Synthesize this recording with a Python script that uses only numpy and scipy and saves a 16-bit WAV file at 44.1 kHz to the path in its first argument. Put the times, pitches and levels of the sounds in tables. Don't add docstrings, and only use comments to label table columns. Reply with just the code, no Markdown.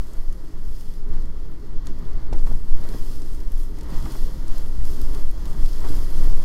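import sys
import numpy as np
from scipy import signal
from scipy.fft import rfft, irfft, next_fast_len
from scipy.io import wavfile
from scipy.ndimage import uniform_filter1d

SR = 44100
rng = np.random.default_rng(int(sys.argv[2]) if len(sys.argv) > 2 else 0)


def makeup_ratio(level_db):
    decades = np.asarray(level_db, float) / 20
    return 10 ** decades


def wav_out(sig):
    wavfile.write(sys.argv[1], SR, np.round(np.clip(np.atleast_2d(sig).T, -1, 1) * 32767).astype(np.int16))


N = 284004
SIZE = next_fast_len(N + SR)
HZ = np.maximum(np.arange(SIZE // 2 + 1) * SR / SIZE, 0.1)


def unit(x):
    return x / np.sqrt(np.mean(x ** 2))


def band(x, lo_hz, hi_hz):
    return signal.sosfilt(signal.butter(2, [lo_hz, hi_hz], "band", fs=SR, output="sos"), x)


def walk(rate):
    hold = max(int(SR / rate), 1)
    steps = rng.standard_normal(4000)[np.arange(N) // hold % 4000]
    return unit(uniform_filter1d(uniform_filter1d(steps, hold), hold))


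def swells(times, heights, lengths):
    out, t = np.zeros(N), np.arange(N) / SR
    for s, height, length in zip(times, heights, lengths):
        part = slice(max(int((s - 2 * length) * SR), 0), int((s + 2 * length) * SR))
        out[part] += height * 0.5 ** np.square(2 * (t[part] - s) / length)
    return out


# centre in Hz, width in Hz, lift in dB.
RESONANCES = [(56, 7.7, -6), (120, 20, 5), (166.4, 17, 7.5), (239.4, 8.6, 5.5), (284, 34, 5.5),
              (326.3, 25, 6.5), (412, 40.7, 11), (521.5, 11, 9.5), (638, 46, 2.5), (928, 45, 5),
              (1288, 24, -7.5), (1918, 61, 6.5), (3330, 114, 4), (5130, 300, 4), (12950, 840, 4)]


def housing_gain():
    lifts_db = [db / (1 + np.square(2 * (HZ - hz) / width)) for hz, width, db in RESONANCES]
    return makeup_ratio(sum(lifts_db))


def colour(x, points):
    hz, db = np.transpose(points)
    source_db = np.interp(np.log(HZ), np.log(hz), db, left=-200, right=-200)
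    return rfft(x, SIZE) * makeup_ratio(source_db) * housing_gain()


def coloured_noise(points):
    return unit(irfft(colour(rng.standard_normal(N), points), SIZE)[:N])


def eddies(x, points, shared_db, flicker_db, rate):
    spectrum = colour(x, points)
    half_octave = 2 * np.log2(HZ)
    first, last = int(2 * np.log2(points[0][0])), int(2 * np.log2(points[-1][0])) + 1
    out = 0
    for centre in range(first, last + 1):
        share = np.cos(np.pi / 2 * np.clip(half_octave - centre, -1, 1)) ** 2
        out = out + makeup_ratio(shared_db + flicker_db * walk(rate)) * irfft(spectrum * share, SIZE)[:N]
    return unit(out)


def steady(x, smooth_s, share):
    envelope = np.abs(signal.hilbert(x, SIZE)[:N])
    swell = uniform_filter1d(envelope, int(smooth_s * SR)) + 0.074
    return unit(x / swell ** share)


# time in seconds, wind force in dB, snow load in dB.
STORM_COURSE = [(0.0, 0.5, 1.5), (0.9, -0.5, -1.5), (1.55, -2, -3), (2.2, 3.5, -5), (2.65, -0.5, -2),
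                (3.1, 2, 4), (3.7, 1, -1), (4.4, 4.5, 5), (4.75, 3, 4), (5.3, 4, 3), (5.7, 5.5, 5.5),
                (6.1, 7.5, 5.5), (6.44, 7.5, 7)]


def storm():
    s, force_db, load_db = np.transpose(STORM_COURSE)
    t = np.arange(N) / SR
    return np.interp(t, s, force_db), np.interp(t, s, load_db)


# frequency in Hz, density in dB per Hz.
SURGE_COLOUR = [(1, -2.5), (3, 0.5), (6, 3.5), (8.5, -0.5), (12, 4.5), (19, -1), (23, -15.5), (27, -60),
                (40, -89)]
# time in seconds, peak in dB, length in seconds.
SURGE_EVENTS = [(0.002, -19.5, 0.056), (0.193, -16.5, 0.046), (0.284, -12, 0.035), (0.544, -26.5, 0.16),
                (0.697, -17, 0.098), (0.89, -15, 0.015), (1.16, -13.5, 0.24), (1.406, -21.5, 0.048),
                (1.506, -9, 0.045), (1.759, -11, 0.08), (1.904, -18.5, 0.064), (2.137, -14, 0.16),
                (2.455, -7, 0.23), (2.73, -2.5, 0.052), (2.82, -15, 0.11), (2.98, -18, 0.098),
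                (3.116, -17.5, 0.19), (3.311, -11.5, 0.068), (3.55, -15, 0.17), (3.977, -10.5, 0.044),
                (4.23, -9.5, 0.052), (4.536, -10, 0.13), (4.722, -18, 0.12), (4.852, -10, 0.087),
                (5.076, -13, 0.18), (5.268, -9.5, 0.069), (5.489, -14.5, 0.043), (5.643, -7.5, 0.048),
                (5.923, -13, 0.39), (6.288, -6.5, 0.19)]


def surges(force_db):
    lull_db, surge_top_hz = -26, 29.5
    s, peak_db, length = np.transpose(SURGE_EVENTS)
    gain = makeup_ratio(lull_db + force_db) + swells(s, makeup_ratio(peak_db), length)
    surge = gain * steady(coloured_noise(SURGE_COLOUR), smooth_s=0.053, share=0.75)
    return signal.sosfiltfilt(signal.butter(2, surge_top_hz, fs=SR, output="sos"), surge)


# frequency in Hz, density in dB per Hz.
BUFFET_COLOUR = [(16, -70), (24, -6), (32, -1), (44, -4.5), (60, -7), (68, -14.5), (78, -25.5), (100, -61)]
# time in seconds, peak in dB, length in seconds.
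BUFFET_EVENTS = [(0.011, -23, 0.032), (0.14, -43, 0.037), (0.24, -45, 0.021), (0.34, -37, 0.063),
                 (0.39, -37.0, 0.026), (0.517, -44, 0.066), (0.702, -31, 0.062), (0.787, -46, 0.05),
                 (0.985, -37, 0.057), (1.118, -27, 0.054), (1.26, -35, 0.11), (1.437, -36, 0.18),
                 (1.547, -43, 0.021), (1.592, -33.5, 0.03), (1.73, -37, 0.082), (1.863, -31, 0.065),
                 (2.008, -32, 0.065), (2.135, -31.5, 0.083), (2.317, -26, 0.048), (2.35, -28, 0.038),
                 (2.46, -36, 0.036), (2.556, -28.5, 0.072), (2.622, -30, 0.026), (2.8, -30, 0.12),
                 (2.932, -29, 0.057), (3.006, -44, 0.041), (3.09, -32, 0.037), (3.166, -32, 0.043),
                 (3.327, -36, 0.027), (3.389, -36, 0.096), (3.47, -25, 0.022), (3.52, -30.0, 0.049),
                 (3.635, -36, 0.052), (3.726, -34, 0.047), (3.785, -36, 0.026), (3.87, -26.5, 0.057),
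                 (4.035, -27, 0.12), (4.127, -28, 0.023), (4.25, -23, 0.029), (4.324, -33, 0.037),
                 (4.39, -30.0, 0.061), (4.625, -38, 0.052), (4.712, -29, 0.03), (4.802, -19.5, 0.055),
                 (4.917, -23, 0.025), (5.035, -23, 0.041), (5.102, -27, 0.078), (5.213, -31, 0.15),
                 (5.383, -30, 0.14), (5.47, -33, 0.032), (5.6, -25, 0.033), (5.617, -33, 0.078),
                 (5.743, -36, 0.023), (5.838, -31, 0.047), (5.983, -29, 0.12), (6.137, -30, 0.043),
                 (6.28, -30, 0.076), (6.375, -34, 0.046)]


def buffeting(force_db):
    lull_db, damping_db = -36.5, -2
    s, peak_db, length = np.transpose(BUFFET_EVENTS)
    gain = makeup_ratio(lull_db + force_db) + swells(s, makeup_ratio(peak_db), length)
    return makeup_ratio(damping_db) * gain * steady(coloured_noise(BUFFET_COLOUR), smooth_s=0.048, share=0.77)


# frequency in Hz, density in dB per Hz.
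ROAR_COLOUR = [(50, -56), (70, -15), (100, 1), (200, -6.5), (320, -9), (430, -15.5), (490, -22.5),
               (620, -34.5)]
# time in seconds, lift in dB, length in seconds.
LARGE_PANEL_THUDS = [(0.155, -4, 0.033), (0.197, -5, 0.03), (0.254, -1, 0.03), (0.35, 3, 0.049),
                     (0.598, 3.5, 0.066), (0.788, 3, 0.047), (0.877, 5, 0.027), (0.945, 0.5, 0.14),
                     (1.098, 3, 0.026), (1.15, 9.0, 0.14), (1.285, 6, 0.044), (1.404, -2.5, 0.047),
                     (1.504, 5.5, 0.074), (1.656, 3.5, 0.037), (1.744, 4.5, 0.066), (1.898, 4.5, 0.071),
                     (2.036, 7.5, 0.071), (2.16, 8, 0.043), (2.227, 4.5, 0.039), (2.33, 9, 0.032),
                     (2.527, 9.5, 0.13), (2.754, 6, 0.03), (2.81, 9, 0.028), (2.866, 1, 0.04),
                     (2.947, 5, 0.075), (3.018, 4, 0.033), (3.102, 5, 0.033), (3.24, 5.5, 0.065),
                     (3.348, 2, 0.053), (3.46, -1, 0.023), (3.53, 1.5, 0.048), (3.749, 3, 0.055),
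                     (3.93, 11, 0.045), (3.98, 10, 0.032), (4.043, 10, 0.044), (4.127, 5, 0.027),
                     (4.285, 3.5, 0.04), (4.375, 5.0, 0.027), (4.504, 3, 0.044), (4.676, 6.5, 0.054),
                     (4.737, -4, 0.03), (4.816, 8, 0.059), (4.932, 1.5, 0.049), (5.032, 4, 0.034),
                     (5.116, 4, 0.056), (5.264, 1, 0.057), (5.49, 4, 0.047), (5.556, 3.5, 0.12),
                     (5.641, 5, 0.03), (5.896, 1, 0.056), (5.97, 4, 0.062), (6.055, 4.5, 0.052),
                     (6.122, -5, 0.03), (6.19, 8, 0.068), (6.316, 7.5, 0.03)]
# time in seconds, lift in dB, length in seconds.
SMALL_PANEL_DRUMS = [(0.2, 0.5, 0.065), (0.356, 2.5, 0.08), (0.445, 4, 0.03), (0.502, 5.5, 0.025),
                     (0.565, 6, 0.045), (0.647, 2, 0.054), (0.749, -1, 0.055), (0.85, -2, 0.034),
                     (0.95, 4, 0.039), (1.108, 7.5, 0.089), (1.215, 3, 0.044), (1.248, 7, 0.03),
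                     (1.365, 4, 0.049), (1.428, 3, 0.03), (1.488, 2, 0.077), (1.584, 2.5, 0.03),
                     (1.644, 7, 0.069), (1.744, 3, 0.034), (1.852, 3.0, 0.035), (1.912, 8, 0.03),
                     (2.01, 2, 0.15), (2.181, 1, 0.029), (2.338, 5, 0.047), (2.523, 5.5, 0.062),
                     (2.66, 3, 0.03), (2.732, 4.5, 0.052), (2.964, 5, 0.19), (3.098, 8, 0.024),
                     (3.199, 6.5, 0.064), (3.26, 3.5, 0.03), (3.4, 5, 0.079), (3.592, 1, 0.112),
                     (3.713, 5, 0.063), (3.83, 5.5, 0.077), (3.92, 1.5, 0.046), (4.074, 5, 0.087),
                     (4.174, 3, 0.022), (4.22, 5.5, 0.022), (4.274, 3, 0.04), (4.36, 4.5, 0.03),
                     (4.564, 2, 0.03), (4.638, 0, 0.03), (4.735, 3, 0.037), (4.842, 0, 0.036),
                     (4.985, 6, 0.18), (5.153, 5, 0.078), (5.454, 6, 0.039), (5.606, 2.5, 0.072),
                     (5.86, 3, 0.024), (5.92, 5, 0.03), (5.979, 7.5, 0.023), (6.032, 3.5, 0.032),
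                     (6.224, 3.5, 0.164), (6.29, -12, 0.024), (6.373, 1.5, 0.051)]


def roar(flutter):
    split_hz = 196.5
    noise = eddies(rng.standard_normal(N), ROAR_COLOUR, 0.34 * flutter, 0.53, rate=24)
    large = signal.sosfiltfilt(signal.butter(4, split_hz, fs=SR, output="sos"), noise)
    small = noise - large
    thuds_db = swells(*np.transpose(LARGE_PANEL_THUDS)) - 3.0
    drums_db = swells(*np.transpose(SMALL_PANEL_DRUMS)) - 5.0
    thuds = makeup_ratio(thuds_db) * steady(large, smooth_s=0.036, share=1.0)
    drums = makeup_ratio(drums_db) * steady(small, smooth_s=0.033, share=0.49)
    return thuds + drums


# frequency in Hz, density in dB per Hz.
RUSH_COLOUR = [(380, -18), (460, -3.5), (560, -2.5), (800, -5.5), (1250, -4), (1600, -11), (2050, -12.5),
               (2400, -19.5), (3600, -20.5), (4600, -18.5)]


def rush(flutter):
    noise = eddies(rng.standard_normal(N), RUSH_COLOUR, 0.65 * flutter, 0.55, rate=22)
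    return steady(noise, smooth_s=0.17, share=0.21)


# time in seconds, lift in dB, length in seconds, extra lift of the panels in dB.
GUST_EVENTS = [(0.17, 4.5, 0.066, 5), (0.36, 0.5, 0.087, -2), (0.57, 1, 0.098, -3), (1.143, 6.5, 0.11, 0),
               (1.293, 3.5, 0.16, 2), (1.492, 3, 0.11, 4), (1.757, 2, 0.11, 7), (1.878, 6, 0.052, 7),
               (2.033, 3, 0.098, 4), (2.357, 2.5, 0.13, 12), (2.506, 4.5, 0.081, 9), (2.81, 4, 0.24, 8.5),
               (2.935, 6, 0.17, 4), (3.758, 0, 0.17, 5), (3.947, 8.5, 0.18, 1), (4.147, 4.5, 0.23, 10),
               (4.57, 3.5, 0.17, 4), (4.67, -1.5, 0.046, 3), (4.873, 4.5, 0.11, 7), (4.992, 2.5, 0.069, 3),
               (5.152, 3, 0.19, 4.5), (5.463, 3, 0.1, -1), (5.58, 1.5, 0.1, 5), (5.872, 4, 0.14, 15),
               (5.96, 2.5, 0.11, 1.5), (6.222, 3.5, 0.12, 4)]


def wind(force_db):
    s, lift_db, length, panel_db = np.transpose(GUST_EVENTS)
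    gust_db = swells(s, lift_db, length)
    roar_db = -45.5 + 0.64 * force_db + 0.083 * gust_db + 0.29 * swells(s, panel_db, length)
    rush_db = -55.5 + force_db + gust_db
    slow = surges(force_db) + buffeting(force_db)
    flutter = walk(14)
    return slow + makeup_ratio(roar_db) * roar(flutter) + makeup_ratio(rush_db) * rush(flutter)


# frequency in Hz, density in dB per Hz.
HISS_COLOUR = [(1900, -53), (2400, -11), (3200, -3), (3800, -7.5), (4500, -0.5), (5400, -3), (6500, -6),
               (7500, -13.5), (9000, -45)]
# frequency in Hz, density in dB per Hz.
SPRAY_COLOUR = [(6000, -18.5), (7200, -5), (8500, -1), (11000, -1), (13000, -2), (14000, -5), (15500, -8),
                (17000, -2.5), (21000, -27)]
# time in seconds, lift in dB, length in seconds, fineness in dB.
SNOW_SHEETS = [(0.122, 1, 0.27, 3), (0.79, 4, 0.24, 2.5), (0.953, 1.5, 0.042, 3), (1.05, 0.5, 0.08, -2),
               (1.14, 3, 0.064, -0.5), (1.2, 2.5, 0.044, -1), (1.773, 5.5, 0.05, -5),
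               (1.89, 7.5, 0.087, -3), (2.045, 6, 0.13, -1.5), (2.193, 6.5, 0.12, -2.5),
               (2.37, 6, 0.081, -1), (2.498, 7, 0.18, 3.5), (2.73, 5, 0.15, -0.5), (2.92, 5, 0.19, 1),
               (3.076, 4, 0.23, 2), (3.358, 1, 0.16, 3.5), (3.614, 6, 0.11, 3), (3.786, 4.5, 0.099, -1),
               (3.958, 6.5, 0.14, 0.5), (4.157, 8, 0.23, 1), (4.6, 3.5, 0.19, 0), (4.908, 7, 0.13, 2.5),
               (5.026, 4, 0.077, 1), (5.18, 5, 0.21, 1.5), (5.5, 1.5, 0.07, 2.5), (5.645, 3.5, 0.11, 1),
               (5.928, 7, 0.29, 2), (6.24, 5, 0.17, 2.5), (6.41, 0.5, 0.066, 2)]


def snow(load_db):
    s, lift_db, length, fine_db = np.transpose(SNOW_SHEETS)
    load_db = load_db + swells(s, lift_db, length)
    hiss_db = -62 + load_db
    spray_db = -64.5 + 1.05 * load_db + swells(s, fine_db, length)
    clumps_per_s, scatter_s = 120, 0.0025
    arrivals = rng.random(N) < clumps_per_s / SR
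    clumps = arrivals * makeup_ratio(np.minimum(3 * rng.exponential(size=N), 11))
    scatter = signal.lfilter([1], [1, -np.exp(-1 / (scatter_s * SR))], clumps)
    impact = rng.standard_normal(N) * (1 + makeup_ratio(-12.5) * scatter)
    sheets = walk(24.9) + 0.16 * walk(60)
    hiss = eddies(impact, HISS_COLOUR, 0.89 * sheets, 0.61, rate=25)
    spray = eddies(impact, SPRAY_COLOUR, 0.48 * sheets, 0.92, rate=19)
    return makeup_ratio(hiss_db) * hiss + makeup_ratio(spray_db) * spray


# time in seconds, peak in dB, then dull part and cover ring in dB against the bright part.
ICE_PELLETS = [(0.1332, -41, -2, 14), (0.3252, -40, -7, 6), (0.8087, -38.5, 2, 4), (0.9383, -40.5, 1, 4),
               (2.4668, -41, 16, 4), (1.8692, -29, 8, 15), (2.3271, -38, 10, -3), (2.3317, -32.5, 6, 3),
               (2.8889, -31.5, 5, 5), (3.2186, -36.5, 14, 18), (3.3463, -40, -11, -2), (3.475, -45, -4, 6),
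               (3.5186, -34, -13, -16), (3.5778, -40, -6, 0), (3.6331, -39, -7, 11), (3.7858, -39, -6, -3),
               (3.8092, -37, 6, 6), (4.0557, -33.5, 19, -4), (4.12, -33, -2, 3), (4.4806, -30, -5, -1),
               (4.5808, -29, -14, -2), (4.6608, -40.5, -4, -8), (4.8524, -31, -8, 8),
               (5.0155, -26, -12, -6), (5.1467, -33, -4, -2), (5.3113, -39, -18, -14),
               (5.455, -33.5, -5, -8), (5.6022, -41, -2, -6), (5.6311, -36, -11, -2), (5.659, -36, 2, 1)]
# time in seconds, peak in dB.
ICE_GRAINS = [
    (1.221, -43),
    (1.256, -46),
    (1.857, -45),
    (2.2653, -47),
    (2.358, -41),
    (2.5546, -44),
    (3.4032, -46),
    (3.8317, -42),
    (1.9874, -48),
]


def pellets():
    grain_dull_db, grain_ring_db = -7, 1
    hits = list(ICE_PELLETS) + [(s, db, grain_dull_db, grain_ring_db) for s, db in ICE_GRAINS]
    out, t = np.zeros(N + 2048), np.arange(2048) / SR
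    for (s, peak_db, dull_db, ring_db), noise in zip(hits, rng.standard_normal((len(hits), len(t)))):
        crack = (t == 0) + makeup_ratio(-5) * noise * np.exp(-t / 0.00025)
        scatter_db = -8.5 - 0.92 * (peak_db + 31.0)
        burst = crack + makeup_ratio(scatter_db) * noise * np.exp(-t / 0.0033)
        dull = makeup_ratio(dull_db + 7.5) * band(burst, 1500, 6200)
        ring = makeup_ratio(ring_db + 2.5) * band(burst, 5600, 10600)
        bright = makeup_ratio(-0.5) * band(band(burst, 9600, 16500), 9600, 16500)
        tick = dull - ring + bright
        start = int((s + 0.00067) * SR)
        out[start:start + len(t)] += makeup_ratio(peak_db) * tick / np.max(np.abs(tick))
    return out[:N]


# time in seconds, push in dB, push length in ms, rattle in dB, rattle decay in ms.
LOOSE_PART_KNOCKS = [(1.885, -50, 1.2, -53, 7.1), (2.3278, -17, 1.63, -38, 11),
                     (2.469, -34, 1.23, -34.5, 5.1), (2.515, -26, 1.55, -41, 5.7),
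                     (2.937, -35, 1.1, -31, 3), (2.947, -23, 1.9, -53, 5.3), (3.779, -43, 1.3, -44, 6.8),
                     (3.922, -18.5, 3.7, -43, 5.6), (4.058, -48, 1.15, -34.5, 5.8),
                     (4.152, -38, 1.2, -37, 6.3), (5.143, -34, 0.83, -47, 6.5),
                     (5.839, -48, 1.2, -38.5, 20), (5.903, -20.5, 3.2, -38, 4.5),
                     (6.275, -21, 1.9, -41, 4.6), (2.383, -35, 1.1, -44, 3.7), (2.849, -47, 1.54, -39, 6),
                     (3.893, -42, 1.5, -41, 7.4), (2.334, -36, 2.6, -37.5, 28), (3.93, -37, 3.9, -40, 27),
                     (5.625, -39, 1.2, -44, 6)]


def knocks():
    cycles_per_push = 1.15
    blow, t = np.zeros(N + 4096), np.arange(4096) / SR
    noises = rng.standard_normal((len(LOOSE_PART_KNOCKS), len(t)))
    for (s, push_db, push_ms, rattle_db, decay_ms), noise in zip(LOOSE_PART_KNOCKS, noises):
        push = np.sin(np.pi * np.clip(t / (push_ms / 1000), 0, 1)) ** 2
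        hz = 1000 * cycles_per_push / push_ms
        rattle = unit(band(noise, hz / 1.9, hz * 1.41))
        rattle = rattle * np.exp(-t / (decay_ms / 1000)) * (1 - np.exp(-t / 0.0018))
        draw = np.sin(np.pi * np.clip(t / 0.0084, 0, 1)) ** 2
        early, start = int((s - 0.007) * SR), int(s * SR)
        blow[early:early + len(t)] -= makeup_ratio(push_db - 9.0) * draw
        blow[start:start + len(t)] += makeup_ratio(push_db) * push + makeup_ratio(rattle_db + 1.5) * rattle
    blow = signal.sosfilt(signal.butter(1, 90, "high", fs=SR, output="sos"), blow[:N])
    ring = sum(signal.lfilter(*signal.iirpeak(hz, hz / width, SR), blow) for hz, width, _ in RESONANCES[1:12])
    return blow + 0.14 * ring


# time in seconds, peak in dB, pitch in Hz.
ICE_CHIPS = [(1.1209, -52, 12500), (2.0273, -55, 12500), (2.3191, -52, 12000), (2.322, -48, 5300),
             (3.0131, -37, 13200), (3.322, -46, 11600), (3.356, -42, 8500), (3.476, -39, 5100),
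             (3.547, -48, 12000), (3.597, -46, 12000), (3.6531, -42, 13100), (3.862, -43, 5030),
             (3.893, -40, 9000), (4.793, -55, 8000), (4.895, -41, 9000), (4.985, -39, 5000),
             (5.056, -45, 10000), (5.15, -31, 4600), (5.3852, -41, 14200), (5.462, -38, 4400),
             (5.661, -31, 4660), (5.7159, -42, 12600), (5.752, -43, 12700), (0.86, -48, 8000),
             (1.14, -45, 4500), (2.8889, -37, 12500), (3.432, -47, 13000), (4.5814, -30, 12600),
             (5.0155, -26, 12900)]


def chips():
    t60_s, spread, rise_s = 0.008, 0.09, 0.00015
    out, t = np.zeros(N + 2048), np.arange(2048) / SR
    decay = np.exp(-np.log(1000) * t / t60_s) * (1 - np.exp(-t / rise_s))
    for (s, peak_db, hz), chance in zip(ICE_CHIPS, rng.standard_normal((len(ICE_CHIPS), 3, 1))):
        partials = np.sin(2 * np.pi * hz * (1 + spread * chance) * t)
        start = int(s * SR)
        out[start:start + len(t)] += makeup_ratio(peak_db) * partials.mean(axis=0) * decay
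    return out[:N]


def scene():
    force_db, load_db = storm()
    sound = wind(force_db) + snow(load_db) + pellets() + knocks() + chips()
    return np.array([sound, sound])


def low_pass(x):
    return signal.sosfilt(signal.butter(12, 15900, fs=SR, output="sos"), x)


def record(dry):
    bass = signal.sosfilt(signal.butter(1, 130, fs=SR, output="sos"), dry[0])
    uneven = dry + makeup_ratio(-36) * np.array([bass, -bass])
    wet = np.tanh(0.61 * uneven) / 0.6
    top_cut = signal.ellip(8, 0.2, 35, 15800, fs=SR, output="sos")
    mix = signal.sosfiltfilt(top_cut, wet - wet.mean())
    return low_pass(mix)


dry = scene()
out = record(dry)
wav_out(out)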